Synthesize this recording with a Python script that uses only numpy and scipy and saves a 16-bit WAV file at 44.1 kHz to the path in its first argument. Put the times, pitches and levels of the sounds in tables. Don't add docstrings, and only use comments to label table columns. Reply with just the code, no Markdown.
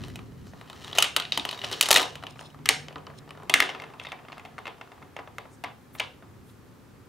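import sys
import numpy as np
from scipy import signal
from scipy.fft import rfft, irfft
from scipy.io import wavfile
from scipy.ndimage import uniform_filter1d

SR = 44100
rng = np.random.default_rng(int(sys.argv[2]) if len(sys.argv) > 2 else 0)


def linear_from_db(decibels):
    return 10 ** (np.asarray(decibels, float) / 20)


def dump_mix(stems):
    frames = np.atleast_2d(stems).T
    limited = np.clip(frames, -1, 1)
    pcm = np.round(limited * 32767).astype(np.int16)
    wavfile.write(sys.argv[1], SR, pcm)


N = 312562


def curve(table):
    t, level = np.transpose(table)
    return np.interp(np.arange(N) / SR, t, level)


def coloured(x, points):
    hz, db = np.transpose(points)
    f = np.maximum(np.fft.rfftfreq(x.shape[-1], 1 / SR), 1)
    gain = linear_from_db(np.interp(np.log(f), np.log(hz), db))
    return irfft(rfft(x) * gain, x.shape[-1])


def band(x, lo_hz, hi_hz, order=2):
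    return signal.sosfilt(signal.butter(order, [lo_hz, hi_hz], "band", fs=SR, output="sos"), x)


def unit(x):
    return x / np.sqrt(np.mean(x ** 2))


def walk(rate):
    hold = int(SR / rate)
    steps = np.repeat(rng.standard_normal(N // hold + 1), hold)
    return 1.2 * uniform_filter1d(uniform_filter1d(steps, hold), hold)[:N]


# f/Hz, level/dB
WIDTH = [(25, 0.5), (60, -9), (700, -4), (2000, -5), (5000, -5), (12000, -2)]


def diffuse(size, side_db=0):
    mid, side = rng.standard_normal((2, size))
    side = linear_from_db(side_db) * coloured(side, WIDTH)
    return np.array([mid + side, mid - side])


def grains(rate, spread_db):
    chance = rng.random((3, N))
    strength = np.minimum(-np.log(1 - chance[2]), 2.2)
    return (chance[0] < rate / SR) * np.sign(chance[1] - .5) * linear_from_db(spread_db * strength)


def evened(x, from_hz):
    spectrum = rfft(x)
    power = np.abs(spectrum) ** 2
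    broad, narrow = uniform_filter1d(power, size=600), uniform_filter1d(power, size=50)
    flat = np.sqrt(broad / (narrow + 1e-18))
    f = np.fft.rfftfreq(x.shape[-1], 1 / SR)
    return irfft(spectrum * np.where(f > from_hz, flat, 1), x.shape[-1])


# t/s, level/dB
RUMBLE = [(0.0, -43.5), (0.43, -48.5), (0.67, -55.5), (0.85, -51.5), (1.6, -57), (1.7, -49), (1.83, -59.5),
          (1.95, -50.5), (2.09, -55), (2.53, -55), (2.59, -48), (2.7, -50.5), (4.18, -59), (4.68, -55),
          (4.91, -62.5), (5.03, -54), (5.09, -57), (7.09, -56)]
# f/Hz, level/dB
RUMBLE_COLOUR = [(12, -60), (20, -18), (49, -15), (107, -1.5), (167, -6), (271, -6.5), (321, -20),
                 (361, -9.5), (450, -17.5), (580, -41.5), (990, -120)]
# t/s, level/dB
HUM = [(.7, -65), (1.0, -55), (1.6, -61.5), (2.2, -54.5), (2.6, -52), (3.3, -52.5), (3.6, -63.5),
       (4.3, -56.5), (4.8, -75.5)]
# f/Hz, level/dB
AIR = [(150, -45.5), (250, -11), (348, -14), (566, -15.5), (629, -21.5), (788, -19.5), (1180, -18),
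       (2810, -27), (14700, -34), (16000, -35.5)]


def background():
    rumble = unit(coloured(diffuse(N), RUMBLE_COLOUR)) * linear_from_db(curve(RUMBLE) + 1.3 * walk(11))
    hum_hz = 148.75 * (1 + 0.0043 * walk(3.3))
    hum = np.sin(2 * np.pi * np.cumsum(hum_hz) / SR) * linear_from_db(curve(HUM) + 2.8 * walk(6.4))
    air = linear_from_db(-55.5) * unit(coloured(diffuse(N), AIR))
    return rumble + hum + air


# t/s, level/dB
HAND = [(0.06, -47), (0.26, -64), (0.51, -61), (0.93, -42), (1.14, -66), (1.3, -52), (1.75, -39.5),
        (2.21, -62.5), (2.55, -86)]
# t/s, level/dB
ROLL = [(2.0, -74), (2.4, -59.5), (3.06, -56.5), (3.5, -55), (3.69, -39), (3.99, -54.5), (4.8, -55.5),
        (5.6, -65.5), (6.3, -74)]
# peak t/s, level/dB, fade/(dB per s)
SHAKE = [
    (1.045, -32.5, 264.5),
    (1.965, -16, 222),
    (2.72, -42, 251),
    (3.63, -29.5, 229.5),
]
# t/s, length/s, level/dB
SCRAPES = [(1.351, .008, -36.5), (1.545, .01, -36), (1.646, 0.0088, -32), (1.715, 0.0041, -29),
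           (1.727, 0.0093, -27), (1.863, .005, -23), (2.415, 0.012, -51), (5.99, 0.012, -41),
           (0.962, 0.006327, -26), (0.981, 0.002863, -24.5)]
# f/Hz, width/Hz, level/dB
KNOB_MODES = [(1950, 370, -5.5), (2980, 110, 0), (3400, 280, -7), (3950, 200, -2)]


def rubbing():
    t, hand = np.arange(N) / SR, curve(HAND)
    shake = 0
    for s, db, fade_db in SHAKE:
        fall_db = np.where(t < s, 259 * (s - t), fade_db * (t - s))
        shake = shake + linear_from_db(db - fall_db)
    for s, length, db in SCRAPES:
        shake = shake + linear_from_db(db) * np.exp(-((t - s) / length) ** 2)
    roll_level = linear_from_db(curve(ROLL)) + linear_from_db(hand - 3.5) + linear_from_db(-11) * shake
    skin_level = linear_from_db(-13.5 - 51 + 0.88 * (hand + 53)) + linear_from_db(-21.5) * shake

    roll = unit(band(grains(2400, 3.0), 240, 2300)) * roll_level * linear_from_db(1.5 * walk(31))

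    ticks = grains(450, 3.0)
    rattle = 0
    for f, width, db in [*KNOB_MODES, (5300, 500, -10)]:
        rattle = rattle + linear_from_db(db) * signal.lfilter(*signal.iirpeak(f, f / (1.8 * width), fs=SR), ticks)
    rattle = unit(band(rattle, 1400, 11000)) * (linear_from_db(hand) + shake) * linear_from_db(2.2 * walk(33))

    skin = unit(band(grains(1300, 3.0), 4800, 18000)) * skin_level * linear_from_db(1.5 * walk(30))
    return linear_from_db(-5) * (roll + rattle + skin)


RISE_S = .00025


def pitched(ticks, hz):
    return np.insert(np.array(ticks), 2, hz, axis=1)


def knocks(events, modes, damping, chatter, contact_s, crack_s, thud_s, thud_hz, soften):
    out = np.zeros((2, N + 4096))
    t = np.arange(1024) / SR
    hz, width, db = np.transpose(modes)
    rise = 1 - np.exp(-t / RISE_S)
    click = 1. * (t == 0)
    even_thud = band(click, thud_hz, 1400, order=3)
    even_crack = band(click, 4100, 13500, order=3)
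    for s, peak_db, ring_hz, thud_db, crack_db in events:
        chance = rng.standard_normal((len(hz) + 1, 3))
        noise = rng.standard_normal((3, len(t))) * rise
        lasting = linear_from_db(-soften * peak_db)

        f = np.append(hz, ring_hz) * (1 + .012 * chance[:, 0])
        gain = linear_from_db(np.append(db, 5.5) + 2.5 * chance[:, 1])
        decay = damping * np.sqrt(np.append(width, 200.) * 200) / lasting ** 1.4
        waves = np.sin(2 * np.pi * f[:, None] * t + chance[:, 2:])
        ring = (gain[:, None] * waves * np.exp(-decay[:, None] * t) * rise).sum(axis=0)
        loose = noise[2] * np.exp(-(t / (contact_s * lasting)) ** 2)
        loose = chatter * loose / np.std(loose)
        ring = band(ring / np.std(ring) + loose, .62 * min(ring_hz, 3200), 4900)

        thud = band(noise[0] * np.exp(-t / (thud_s * lasting)), thud_hz, 1700)
        crack = band(noise[1], 1800, 11000) * np.exp(-(t / (crack_s * lasting)) ** 2)
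        crack = crack * (0.2 + np.exp(-t / 0.0014))

        even_ring = band(click, min(.76 * ring_hz, 2500), max(1.3 * ring_hz, 3200))
        i = int(s * SR)
        for part, smooth, part_db in ((ring, even_ring, peak_db), (thud, even_thud, thud_db + 4.5),
                                      (crack, even_crack, crack_db + 8.5)):
            part = linear_from_db(part_db) * part / np.abs(part).max()
            out[0, i:i + len(t)] += part
            out[1, i:i + len(t)] += .25 * part + .97 * np.std(part) * unit(smooth)
    return out[:, :N]


# t/s, ring level/dB, thud level/dB, crack level/dB
GRIP = [(0.0177, -37, -62, -66), (0.037, -28, -40.5, -51.5), (0.0827, -35, -47.5, -47),
        (0.1, -41, -51, -50), (0.157, -27, -39.5, -36.5), (0.19, -34.5, -37.5, -56),
        (0.3202, -47, -59, -65), (0.4688, -48, -46, -53), (0.5344, -57, -38.5, -68.5),
        (0.6115, -32, -36, -51), (2.1548, -23.5, -34.5, -38.5), (2.226, -34.5, -35, -54.5),
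        (2.2364, -25, -28.5, -47), (2.2674, -20.5, -35.5, -45), (2.392, -29, -37, -56),
        (2.5022, -44, -59.5, -56), (.6424, -46, -57, -67), (.6594, -51, -50, -64),
        (2.3581, -49.5, -44.5, -67.5), (2.3711, -46, -46, -67), (2.411, -38, -35.5, -65),
        (2.428, -47, -47, -62), (2.4504, -47.5, -47.5, -66), (2.5447, -46.5, -40, -68.5),
        (2.5891, -50, -45.5, -65)]
GRIP_HZ = [1540, 2789, 1658, 1990, 2540, 2400, 1510, 2500, 1520, 1890, 2980, 1400, 1400, 2930, 2900, 2990,
           1598, 2570, 1606, 1488, 2996, 3315, 1410, 1486, 1405]
# t/s, ring level/dB, thud level/dB, crack level/dB
TWIST = [(0.6759, -39, -69, -75), (0.6987, -31, -35.5, -44.5), (0.7297, -33.5, -38.5, -48.5),
         (0.7492, -56.5, -73, -56), (0.845, -26.5, -40, -40), (0.8788, -26.5, -38.5, -43.5),
         (0.8974, -36.5, -49, -63.5), (0.9134, -36.5, -56, -57), (0.929, -18, -36, -50),
         (0.9514, -26.5, -35, -33.5), (0.9572, -24.5, -45, -41.5), (1.1824, -33, -41.5, -56),
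         (1.2218, -19, -35, -47), (1.2511, -19, -46, -63), (1.511, -19.5, -52.5, -33.5),
         (1.5279, -22.5, -31.5, -41), (1.5454, -29.5, -41.5, -51), (1.5758, -30.5, -41, -44.5),
         (1.5897, -23.5, -45.5, -44), (1.6155, -21, -36, -51.5), (1.6664, -40, -44, -43),
         (1.7, -28, -43.5, -44.5), (1.7132, -27, -34.5, -35.5), (1.7444, -31, -43, -44.5),
         (1.8625, -17, -32, -29.5), (2.052, -29, -32, -37.5), (.818, -44, -59.5, -60),
         (1.0475, -19.5, -32.5, -31.5), (1.1695, -16, -27.5, -22), (1.329, -23.5, -38.5, -42),
         (1.6435, -16.5, -34.5, -43), (1.7375, -21.5, -42, -40)]
TWIST_HZ = [2914, 3640, 3950, 3670, 3680, 3414, 2905, 3004, 3400, 3860, 3950, 3300, 3500, 3080, 4046, 3972,
            4000, 3730, 3730, 2925, 3500, 2846, 2948, 3500, 3500, 3740, 2810, 3105, 3855, 3755, 3003, 3300]
# t/s, ring level/dB, ring f/Hz, thud level/dB, crack level/dB
SNAPS = [(0.9745, -18, 2932, -40, -27.5), (0.9842, -2.5, 2870, -14.5, -8.5),
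         (.9875, -3.5, 2980, -24.5, -17), (1.0024, -13, 2980, -35.5, -23.5), (1.0240, 0, 2880, -32.5, -7),
         (1.0424, -10.5, 2980, -29, -27.5), (1.1637, -2, 2980, -28.5, -13.5),
         (1.1989, -10.5, 3300, -31, -28.5), (1.321, -5, 3900, -36, -36.5),
         (1.3748, -10, 3123, -24.5, -20.5), (1.3962, -14, 3690, -52.5, -38),
         (1.4513, -15, 2960, -26, -26.5), (1.4896, -14.5, 4170, -31, -32), (1.638, -23, 2970, -29.5, -41.5),
         (1.732, -19.5, 3120, -38.5, -42.5), (1.8102, -2.5, 2980, -25, -4.5),
         (1.8264, -8, 3184, -29.5, -13), (1.8334, -12, 3960, -27, -24), (1.858, -17, 3000, -41, -26.5)]
# t/s, ring level/dB, ring f/Hz, thud level/dB, crack level/dB
TUMBLE = [(1.887, -24, 4118, -21.5, -17), (1.9066, -3.5, 3042, -13.5, -8), (1.9121, -8, 4023, -13, -2),
          (1.9282, -7, 4275, -29.5, -8.5), (1.9419, -12, 3777, -21, -12.5), (1.9507, -4.5, 3740, -35, -20),
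          (1.9595, 0, 2000, -21.5, -11.5), (1.9626, 0.5, 3500, -17, -12),
          (1.9708, -4.5, 2600, -20.5, -13.5), (1.9812, -11, 4140, -20.5, -16.5),
          (1.996, -14, 1660, -24.5, -27.5), (2.002, -17, 3860, -27.5, -27.5),
          (2.0165, -20.5, 4140, -40, -27), (2.0287, -25.5, 3646, -33.5, -27)]


def knob_and_globe():
    events = [*SNAPS, *TUMBLE, *pitched(GRIP, GRIP_HZ), *pitched(TWIST, TWIST_HZ)]
    return knocks(events, KNOB_MODES, damping=2.7, chatter=1.0, contact_s=0.0041, crack_s=0.0068,
                  thud_s=0.002, thud_hz=546.4, soften=0.047)


def table(x):
    hz, t60_s = 282, .2
    pole = np.exp(2j * np.pi * hz / SR - np.log(1000) / (t60_s * SR))
    return linear_from_db(-6.5) * signal.lfilter([.05], [1, -pole], band(x, 180, 1400)).real


# f/Hz, t60/s, level/dB
ROOM = [(298, 0.16, -5.5), (550.7, 0.53, -17), (880, 0.23, -11), (2000, 0.33, -21), (4000, 0.3, -19.5),
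        (7100, 0.29, -18.5), (10300, 0.25, -30.5), (14000, 0.076, -38)]
# f/Hz, level/dB
ROOM_DIP = [(490, 0.5), (630, -6), (790, -0.5)]


def room(direct, around):
    t = np.arange(SR // 2) / SR
    hz, t60, db = np.transpose(ROOM)
    tail = 0
    for f in 250 * 2 ** np.arange(0, 6.1, .5):
        decay_s = np.interp(np.log(f), np.log(hz), t60)
        level_db = np.interp(np.log(f), np.log(hz), db)
        side_db = -5 * np.clip(np.log2(f / 2000), 0, 3)
        noise = band(diffuse(len(t), side_db), f / 2 ** (1 / 4), min(f * 2 ** (1 / 4), 20000))
        tail = tail + linear_from_db(level_db) * noise * np.exp(-np.log(1000) * t / decay_s)
    tail = evened(tail, 2500) * np.clip(t / 0.0019, 0, 1) * linear_from_db(-17.0)

    early = np.zeros(1024)
    early[[0, int(.0016 * SR), int(.019 * SR)]] = 1, .25, .04
    pan = linear_from_db(1.2 * np.array([[.5], [-.5]]))
    near = pan * signal.fftconvolve(direct, early)[:N]
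    return near + signal.fftconvolve(coloured(around, ROOM_DIP)[None], tail, axes=1)[:, :N]


# t/s, length/s, f/Hz, level/dB
BRUSH = [
    (0.485, 0.027, 5734, -58),
    (5.534, 0.025, 7850, -57.5),
    (5.952, 0.01735, 12280, -49),
    (6.491, 0.044, 10040, -62),
]


def fingertips():
    t = np.arange(N) / SR
    noise = rng.standard_normal(N)
    out = np.zeros(N)
    for s, length, hz, db in BRUSH:
        hiss = unit(band(noise, hz / 1.4, min(hz * 1.2484, 16500)))
        out += linear_from_db(db) * np.exp(-((t - s) / length) ** 2) * hiss
    return out


# t/s, f/Hz, t60/s, level/dB
RINGS = [(.9845, 2980, .07, -15.5), (.9845, 6420, .015, -12.5), (1.0245, 2970, .06, -19.5),
         (1.0245, 1420, 0.019, -11.5), (1.0245, 1840, .025, -14), (1.0475, 1500, .02, -24),
         (1.164, 1500, .015, -14), (1.164, 2100, .015, -17.5), (1.3214, 3580, 0.017, -21),
         (1.375, 274.5, 0.44, -43.5), (1.375, 960, 0.023, -23.5), (1.8105, 1680, .015, -11),
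         (1.8105, 1910, .03, -15.5), (1.9065, 3100, .03, -15), (1.964, 3650, 0.018, -10),
         (1.971, 3000, 0.016, -11.5), (2.0165, 1019, .02, -21), (2.029, 3860, .025, -19),
         (2.69, 2950, 0.11, -24.5), (2.69, 5430, .02, -14), (2.69, 765, 0.033, -27.5),
         (3.497, 3150, 0.026, -19.5), (3.497, 397, 0.03, -31), (3.54, 3490, 0.026, -4.5),
         (3.54, 2120, .05, -10), (3.54, 282, 0.47, -42), (3.602, 4380, .02, -18.5), (3.602, 3500, .03, -18),
         (3.624, 3500, .03, -22), (3.998, 3406, .015, -27), (4.05, 3569, 0.019, -39),
         (4.069, 3700, 0.0217, -33), (4.119, 2330, 0.03296, -34), (4.125, 742, 0.044, -36.5),
         (4.38, 767, .08, -43.5), (4.451, 760, 0.072, -40.5), (5.639, 765, 0.11, -38),
         (5.639, 2690, 0.0463, -38), (5.999, 2746, 0.2, -41), (5.999, 2320, 0.051, -21.5),
         (5.999, 2060, 0.068, -29.5), (5.999, 752, 0.059, -31.5)]


def rings():
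    out = np.zeros(N)
    t = np.arange(SR // 3) / SR
    flutter = unit(walk(160))
    for s, hz, t60, db in RINGS:
        i = int(s * SR)
        wobble = .7 * flutter[::-1][i:i + len(t)]
        wave = np.sin(2 * np.pi * hz * t + wobble) * (1 - np.exp(-t / RISE_S))
        out[i:i + len(t)] += linear_from_db(db - 60 * t / t60) * wave
    return out * linear_from_db(4.5 * np.clip(flutter, -2, 1))


# f/Hz, width/Hz, level/dB
RAMP_MODES = [(2190, 160, 4), (2580, 63, -6.5), (2980, 56, 8.5), (3824, 90, -6), (4140, 57, -12.5)]
# t/s, ring level/dB, ring f/Hz, thud level/dB, crack level/dB
RAMP_DROP = [
    (2.6572, -13.5, 2257, -34.5, -24),
    (2.6597, -7, 2150, -37, -27),
    (2.6894, 1.5, 2300, -28, -3.5),
    (2.6958, -7.5, 3130, -22, -36),
]
# t/s, ring level/dB, thud level/dB, crack level/dB
RAMP = [(2.884, -23, -39.5, -56), (2.9273, -32, -44.5, -62.5), (2.958, -24.5, -33.5, -64),
        (2.9819, -35.5, -43, -63), (3.0678, -28.5, -38.5, -72), (3.1, -49, -39, -67),
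        (3.2918, -35.5, -47, -63), (3.3068, -26, -38, -46), (3.3736, -41.5, -41, -57),
        (3.3995, -50, -42.5, -61), (3.4334, -44.5, -44, -49.5), (2.9076, -50, -41, -66),
        (3.1376, -53, -52, -65.5), (3.2762, -46, -43, -66), (3.3496, -49, -44.5, -67),
        (3.4214, -47.5, -39, -66)]
RAMP_HZ = [2670, 2542, 2930, 2500, 2550, 1500, 1400, 1985.4, 3680, 1430, 1708, 1430, 1400, 1464, 1914, 1400]


def ramps():
    return knocks([*RAMP_DROP, *pitched(RAMP, RAMP_HZ)], RAMP_MODES, damping=4.1, chatter=2.4,
                  contact_s=0.00056, crack_s=0.0031, thud_s=0.0048, thud_hz=465, soften=0.04)


# f/Hz, width/Hz, level/dB
TRAY_MODES = [(1466, 86, -12), (2130, 44, 1), (2720, 46, -2), (3500, 77, -3), (4000, 170, -24)]
# t/s, ring level/dB, ring f/Hz, thud level/dB, crack level/dB
TRAY_DROP = [(3.4963, -10.5, 3146, -23.5, -18.5), (3.4995, -13, 2900, -37, -23), (3.5395, 3, 2100, -22, -4),
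             (3.6025, -1.5, 1900, -21.5, -14), (3.6235, -7.5, 2130, -22, -29),
             (3.559, -18.5, 1690, -24.5, -40), (3.6908, -17.5, 1890, -28, -52),
             (3.6995, -21, 2960, -39, -48), (5.383, -20.5, 1420, -31, -38.5),
             (5.6385, -21, 2730, -27.5, -36), (5.6445, -21, 2074, -32, -59.5),
             (5.9978, -16.5, 2410, -49, -25.5), (6.0015, -9, 2810, -26, -56), (6.0155, -34, 2720, -61, -53),
             (6.036, -35.5, 2730, -63, -55)]
# t/s, ring level/dB, thud level/dB, crack level/dB
SETTLE = [(3.7485, -26, -32, -50), (3.799, -25.5, -41.5, -56), (3.82, -30, -33.5, -45),
          (3.838, -29, -38, -61), (3.901, -45, -44, -62), (3.9366, -40, -38, -59),
          (3.9979, -23, -37.5, -44), (4.0137, -36, -41.5, -62), (4.0324, -47, -61, -62),
          (4.049, -27, -41, -65), (4.068, -27, -35, -58), (4.0872, -36, -45, -50),
          (4.1187, -22.5, -35, -47), (4.1274, -37, -33, -52.5), (4.1896, -42, -43.5, -72.5),
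          (4.2494, -43, -43, -67), (4.284, -33.5, -40.5, -71), (4.2994, -50, -40, -65),
          (4.32, -31, -39, -63), (4.3274, -30, -42, -57), (4.38, -31, -39.5, -47), (4.3954, -34, -41, -51),
          (4.4506, -32, -42, -48), (4.4574, -34, -48, -53.5), (4.054, -27.5, -50, -47),
          (4.139, -47, -46, -63.5), (4.37, -46, -40, -64)]
SETTLE_HZ = [2650, 2100, 2206, 1950, 1860, 1500, 2690, 2000, 2000, 1950, 2628, 2100, 2100, 1500, 2110, 2770,
             2080, 2100, 4200, 2640, 1680, 2500, 2617, 2100, 3670, 2000, 1720]
# t/s, ring level/dB, thud level/dB, crack level/dB
TRAY = [(4.5808, -27, -36.5, -64), (4.5874, -30.5, -33, -47), (4.6551, -26, -35.5, -53),
        (4.6685, -22, -35, -50), (4.6774, -24, -32, -46), (4.8118, -25.5, -35, -68),
        (4.9175, -32.5, -39, -68.5), (5.0184, -52, -42.5, -70.5), (5.0253, -37.5, -46, -74.5),
        (5.165, -24.5, -34, -52), (5.1892, -30.5, -33.5, -58), (5.1954, -37, -46.5, -67),
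        (5.274, -39, -36.5, -66.5), (5.4533, -52, -42, -67.5), (5.9507, -34.5, -38, -58),
        (6.224, -47.5, -42, -75), (4.7817, -52, -46.5, -62), (4.8745, -47, -44.5, -70),
        (4.9777, -53, -48.5, -71)]
TRAY_HZ = [1430, 2100, 2650, 2685.2, 2640, 1477.2, 1400, 1740, 2100, 2100, 2170, 2100, 2110, 1500, 2397.4,
           2228.6, 1740, 1410, 1740]


def tray():
    events = [*TRAY_DROP, *pitched(SETTLE, SETTLE_HZ), *pitched(TRAY, TRAY_HZ)]
    return knocks(events, TRAY_MODES, damping=3.9, chatter=0.83, contact_s=0.0036, crack_s=0.0031,
                  thud_s=0.0031, thud_hz=569, soften=0.1)


def scene():
    toy = knob_and_globe() + ramps() + tray()
    direct, around = toy + rubbing() + fingertips() + rings()
    return room(direct, around) + table(toy[1]) + background()


def band_limit(x):
    return signal.sosfilt(signal.butter(12, 16990, fs=SR, output="sos"), x)


def record(dry):
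    rounded = np.tanh(0.6 * dry) / 0.71
    response = [(20, -6.0), (45, 7.0), (11000, -5), (14500, -4.0), (15700, -5.5), (16200, -35.5)]  # f/Hz, level/dB
    mix = coloured(rounded, response)
    return band_limit(mix)


dry = scene()
out = record(dry)
dump_mix(out)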